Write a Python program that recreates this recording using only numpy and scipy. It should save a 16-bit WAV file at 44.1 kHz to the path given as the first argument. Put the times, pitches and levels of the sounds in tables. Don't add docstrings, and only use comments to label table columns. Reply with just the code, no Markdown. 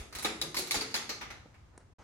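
import sys
import numpy as np
from scipy import signal
from scipy.fft import rfft, irfft
from scipy.io import wavfile

SR = 44100
rng = np.random.default_rng(int(sys.argv[2]) if len(sys.argv) > 2 else 0)


def wrap_up_sound(samples):
    columns = np.atleast_2d(samples).T
    tamed = np.clip(columns, -1, 1)
    steps = np.round(tamed * 32767).astype(np.int16)
    wavfile.write(sys.argv[1], SR, steps)


N = 89655
LEAD_S, LEVEL_WINDOW_S = 0.1, 0.01
TOP_HZ = 16200


def undb(db):
    return 10 ** (np.asarray(db) / 20)


def curve(points, hz):
    table = np.array(points, float)
    return np.interp(np.log(np.maximum(hz, 1)), np.log(table[:, 0]), table[:, 1])


def freqs(size):
    return np.arange(size // 2 + 1) * SR / size


def colour(x, points):
    size = 2 * x.shape[-1]
    cepstrum = irfft(np.log(undb(curve(points, freqs(size)))))
    cepstrum[1:size // 2] *= 2
    cepstrum[size // 2 + 1:] = 0
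    response = np.exp(rfft(cepstrum))
    return irfft(rfft(x, size) * response)[..., :size // 2]


def band(x, hz, kind, order=3):
    edges = np.minimum(hz, SR / 2 - 100)
    return signal.sosfilt(signal.butter(order, edges, kind, fs=SR, output="sos"), x)


def strength(x, db):
    rms = np.sqrt(np.sum(x ** 2) / (LEVEL_WINDOW_S * SR))
    return x * undb(db) / rms


def add(track, s, x):
    i = max(int((s + LEAD_S) * SR), 0)
    track[..., i:i + x.shape[-1]] += x[..., :track.shape[-1] - i]


def ring(t, hz, t60):
    return np.cos(2 * np.pi * hz * t) * np.exp(-np.log(1000) * t / t60)


def wash(points, db, side_share):
    mid, side = colour(rng.standard_normal((2, N)), points)
    x = mid + side_share * side * np.array([[1], [-1]])
    return x * undb(db) / x.std()


# freq_hz, t60_s
ROOM_DECAY = [(150, 1), (400, 0.57), (1000, 0.51), (9000, 0.45), (15000, 0.13)]
# freq_hz, correlation (no unit)
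EAR_LIKENESS = [(200, 0.81), (1000, 0.3), (2000, 0.039), (13000, -0.03)]
TAIL_DB, TAIL_BUILD_S = -0.5, 0.0027
EARLY_DB, EARLY_S = -5, 0.012


def tails(count, size=24576):
    t, hz = np.arange(size) / SR, freqs(size)
    noise = rng.standard_normal((count, 2, 1, size)).astype("float32")
    mid, side = rfft(noise).swapaxes(0, 1)
    alike = np.clip(curve(EAR_LIKENESS, hz), -1, 1)
    opposite = np.array([[1], [-1]]) * side
    both = (mid * np.sqrt(1 + alike) + opposite * np.sqrt(1 - alike)) / np.sqrt(2)
    build = 1 - np.exp(-t / TAIL_BUILD_S)
    early = 1 + undb(EARLY_DB) * np.exp(-t / EARLY_S)
    out = 0
    for k, (_, t60) in enumerate(ROOM_DECAY):
        share = curve([(f, j == k) for j, (f, _) in enumerate(ROOM_DECAY)], hz)
        fade = np.exp(-np.log(1000) * t / t60) * build * early
        band_noise = irfft((both * share).astype("complex64"), size)
        out = out + band_noise * (fade / np.linalg.norm(fade))
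    return out * undb(TAIL_DB)


# shortest delay_ms, level_db
FIRST_REFLECTIONS = [(3.3, -13.5), (8.7, -12), (12, -21.5)]
DIRECT_DB, RIGHT_LAG_S = -9.5, 0.00011


def in_room(sharp, spread, tail):
    out = signal.fftconvolve(spread[None], tail, axes=1)
    for ear, lag in zip(out, (0, int(round(RIGHT_LAG_S * SR)))):
        ear[lag:lag + len(sharp)] += undb(DIRECT_DB) * sharp
        for ms, db in FIRST_REFLECTIONS:
            i = int(ms / 1000 * SR * (1 + 0.14 * rng.random()))
            ear[i:i + len(sharp)] += undb(db) * sharp
    return out


# freq_hz, left_minus_right_db
BOTTLE_BALANCE = [(200, -1), (700, 4.5), (2100, -2), (3500, 0)]


def balanced(track):
    size = track.shape[-1]
    tilt = curve(BOTTLE_BALANCE, freqs(size)) / 2
    return irfft(rfft(track) * undb([tilt, -tilt]), size)


# pitch_hz, level_db, t60_s
SHELL_MODES = [(867, -9, 0.017), (1280, -4, 0.068), (2158, -8.5, 0.0053), (4170, 7, 0.0071),
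               (4760, -4, 0.002), (6360, 4, 0.01), (10480, 7, .0028)]
# freq_hz, shape_db
SHELL_COLOUR = [(88, -30.5), (150, -10), (439, -4), (601, -10.5), (2100, -6.5), (3290, -9.5), (4950, -4),
                (9080, -17), (10800, -16.5), (13400, -20), (16000, -23)]
SIZE_SPREAD, CRACK_DB = 0.085, 14.5


def shell(t):
    modes = 0
    for hz, db, t60 in SHELL_MODES:
        tuned_hz = hz * (1 + SIZE_SPREAD * rng.standard_normal())
        modes = modes + strength(ring(t, tuned_hz, t60), db)
    crack = strength(1. * (t == 0), CRACK_DB)
    return colour(modes + crack, SHELL_COLOUR)


BUCKLES_PER_S, BUCKLE_SPREAD_DB = 900, 10
MAIN_BUCKLE = 5


def crumple(t, ms):
    happens = rng.random(len(t)) < BUCKLES_PER_S / SR
    sign = rng.choice([-1, 1], len(t))
    buckles = happens * sign * undb(BUCKLE_SPREAD_DB * rng.random(len(t)))
    buckles[int(ms / 3000 * SR)] = MAIN_BUCKLE
    push = t * 1000 / ms
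    return buckles * np.sqrt(push) * np.exp(-push ** 2 / 2)


BAND_EDGES_HZ = [130, 700, 2800, 7500]


def voiced(x, levels):
    edges = BAND_EDGES_HZ + [TOP_HZ]
    out = 0
    for k, db in enumerate(levels):
        out = out + strength(band(x, edges[k:k + 2], "bandpass"), db)
    return out


# start_s, crumple_ms, body_db, wall_db, clack_db, crackle_db
BOTTLE_KNOCKS = [ (-.03, 5.4, -42, -39.5, -40.5, -43.5), (.125, 3.6, -50, -45, -45, -53),
                 (0.15, 2.9, -49, -38.5, -37, -41), (0.186, 1.43, -50, -41, -37, -42.5),
                 (0.2252, 3.6, -49, -41.5, -63, -38), (.246, 8.2, -32, -27, -29, -36),
                 (0.4143, 2.17, -42.5, -36.5, -32.5, -37.5), (.431, 1.7, -40.5, -78.5, -58, -48),
                 (0.5439, 1.87, -50, -37.5, -33, -41), (.566, 4.7, -39.5, -34.5, -27.5, -34.5),
                 (0.586, .7, -37, -41, -32.5, -33), (.672, 1.4, -54, -43.5, -41, -46),
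                 (.709, 1.92, -43.5, -34, -26.5, -32.5), (0.742, 4.2, -34.5, -31.5, -30, -34.5),
                 (0.755, 6.4, -42, -35.5, -30, -44), (.812, 3, -42.5, -35, -33.5, -45),
                 (0.909, 3.9, -63, -51, -45, -58), (0.941, 3, -40, -30, -31, -39.5),
                 (0.956, 1.9, -45, -35, -30, -38.5), (1.091, 5.84, -40, -35, -30.5, -44),
                 (1.21, 20.3, -45, -36, -41, -54), (1.302, 8, -48, -40.5, -44.5, -57),
                 (1.541, 5.8, -71.5, -57, -65.5, -76)]


def knocks(size):
    t = np.arange(SR // 10) / SR
    track = np.zeros((2, size))
    for (s, ms, *levels), tail in zip(BOTTLE_KNOCKS, tails(count=len(BOTTLE_KNOCKS))):
        body = shell(t)
        crack = signal.fftconvolve(crumple(t, ms), body)[:len(t)]
        add(track, s, in_room(voiced(crack, levels), voiced(body, levels), tail))
    return track


# start_s, level_db
BALL_THUMPS = [(-.005, -38.5), (0.152, -44.5), (0.757, -45)]
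THUMP_HZ, THUMP_S = 59, 0.0082


def thumps(size):
    t = np.arange(SR // 4) / SR
    track = np.zeros((2, size))
    for s, db in BALL_THUMPS:
        push = rng.standard_normal(len(t)) * t * np.exp(-2 * t / THUMP_S)
        low = band(push, [THUMP_HZ / 2, THUMP_HZ * 1.4], "bandpass", order=2)
        add(track, s, strength(low, db))
    return track


# freq_hz, shape_db
ROLL_COLOUR = [(25, -20), (57, 2), (115, -1), (170, -11.5), (1500, -39.5)]
ROLL_DB, ROLL_WOBBLE_DB = -57, 2
ROLL_FADE_DB_PER_S = 1


def rolling():
    wobble = np.interp(np.arange(N), np.linspace(0, N, 20), rng.standard_normal(20))
    rumble = band(wash(ROLL_COLOUR, ROLL_DB, 0.29), 1200, "lowpass", order=2)
    fade_db = ROLL_FADE_DB_PER_S * (np.arange(N) / SR - 1.0)
    return rumble * undb(ROLL_WOBBLE_DB * wobble - fade_db)


# freq_hz, shape_db
AIR_COLOUR = [(1040, -12), (3350, -24), (6650, -26.5), (15000, -46.5)]
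AIR_DB, AIR_FADE_DB_PER_S = -70, 12
SILENCE_START_S, SILENCE_END_S, SILENCE_FADE_S = 1.938, 1.983, 0.008


def air():
    to_go = np.clip(SILENCE_START_S - np.arange(N) / SR, 0, .5)
    return wash(AIR_COLOUR, AIR_DB, 1) * undb(AIR_FADE_DB_PER_S * to_go)


# start_s, pitch_hz, level_db
STIFF_CLACKS = [(.248, 741, -33.5), (.249, 1227, -32.5), (.247, 3850, -26), (.252, 2110, -41),
                (.4151, 3844, -26), (.4151, 4870, -31.5), (.545, 1042, -37.5), (.57, 2173, -31.5),
                (.573, 4580, -33), (.71, 2210, -28), (.711, 4400, -30), (.743, 2155, -36), (.744, 827, -38),
                (.811, 4610, -29.5), (.9425, 4900, -29.5), (.944, 4200, -28.5), (1.092, 4250, -48)]
CLACK_CYCLES, CLACK_ROOM_DB = 55, -14


def clacks(size):
    t = np.arange(SR // 10) / SR
    track = np.zeros((2, size))
    for (s, hz, db), tail in zip(STIFF_CLACKS, tails(count=len(STIFF_CLACKS))):
        tone = ring(t, hz, CLACK_CYCLES / hz)
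        add(track, s, strength(in_room(tone, tone, tail * undb(CLACK_ROOM_DB)), db))
    return track


# start_s, pitch_hz, level_db
LOW_HUMS = [(.252, 314, -42), (0.253, 222, -45.5), (.252, 425.4, -45.5), (.42, 346, -47),
            (0.432, 155.3, -48.5), (.591, 352.8, -47.5), (.745, 437, -43.5), (.759, 269.4, -44),
            (0.945, 233.8, -51)]
HUM_T60_S, HUM_SPLIT_HZ = 0.78, 11.5


def hums(size):
    t = np.arange(SR) / SR
    track = np.zeros((2, size))
    for s, hz, db in LOW_HUMS:
        upper_hz = hz + HUM_SPLIT_HZ * (1 + rng.random())
        pair = ring(t, hz, HUM_T60_S) + .5 * ring(t, upper_hz, HUM_T60_S)
        add(track, s, undb(db) * pair * (1 - np.exp(-t / TAIL_BUILD_S)))
    return track


# start_s, length_ms, level_db, dull_above_hz
SOFT_TAPS = [(1.456, 4.4, -53, 576), (1.728, 32, -59.5, 1620), (1.7766, 2.85, -51.5, 12000),
             (1.794, 25, -59, 5000), (1.898, 5.4, -65, 635)]
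# freq_hz, shape_db
TOUCH_COLOUR = [(350, -1.5), (1800, -7), (3500, -24), (9500, -10), (13000, -48.5)]
TAP_ROOM_DB = -10


def taps(size):
    t = np.arange(SR // 4) / SR
    track = np.zeros((2, size))
    for (s, ms, db, hz), tail in zip(SOFT_TAPS, tails(count=len(SOFT_TAPS))):
        touch = rng.standard_normal(len(t)) * t * np.exp(-2 * t * 1000 / ms)
        tap = strength(band(colour(touch, TOUCH_COLOUR), [150, hz], "bandpass", order=2), db)
        add(track, s, tap)
        add(track, s, undb(TAP_ROOM_DB) * signal.fftconvolve(tap[None], tail, axes=1))
    return track


# freq_hz, shape_db
LATE_AIR_COLOUR = [(100, -4.5), (500, -10.5), (850, -7.5), (3430, -28.5), (6650, -28), (14000, -54)]
LATE_AIR_DB = -54.5


def late_air():
    return wash(LATE_AIR_COLOUR, LATE_AIR_DB, 0.43)


def scene():
    t, lead = np.arange(N) / SR, int(LEAD_S * SR)
    size = N + lead
    bottles = balanced(knocks(size) + clacks(size) + hums(size))
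    events = (bottles + thumps(size) + taps(size))[:, lead:]
    play = events + rolling() + air()
    before = np.clip((SILENCE_START_S - t) / SILENCE_FADE_S, 0, 1)
    after = np.clip((t - SILENCE_END_S) / SILENCE_FADE_S, 0, 1)
    return play * before + late_air() * after


def record(dry):
    return signal.sosfilt(signal.ellip(8, .2, 70, TOP_HZ, fs=SR, output="sos"), dry)


dry = scene()
out = record(dry)
wrap_up_sound(out)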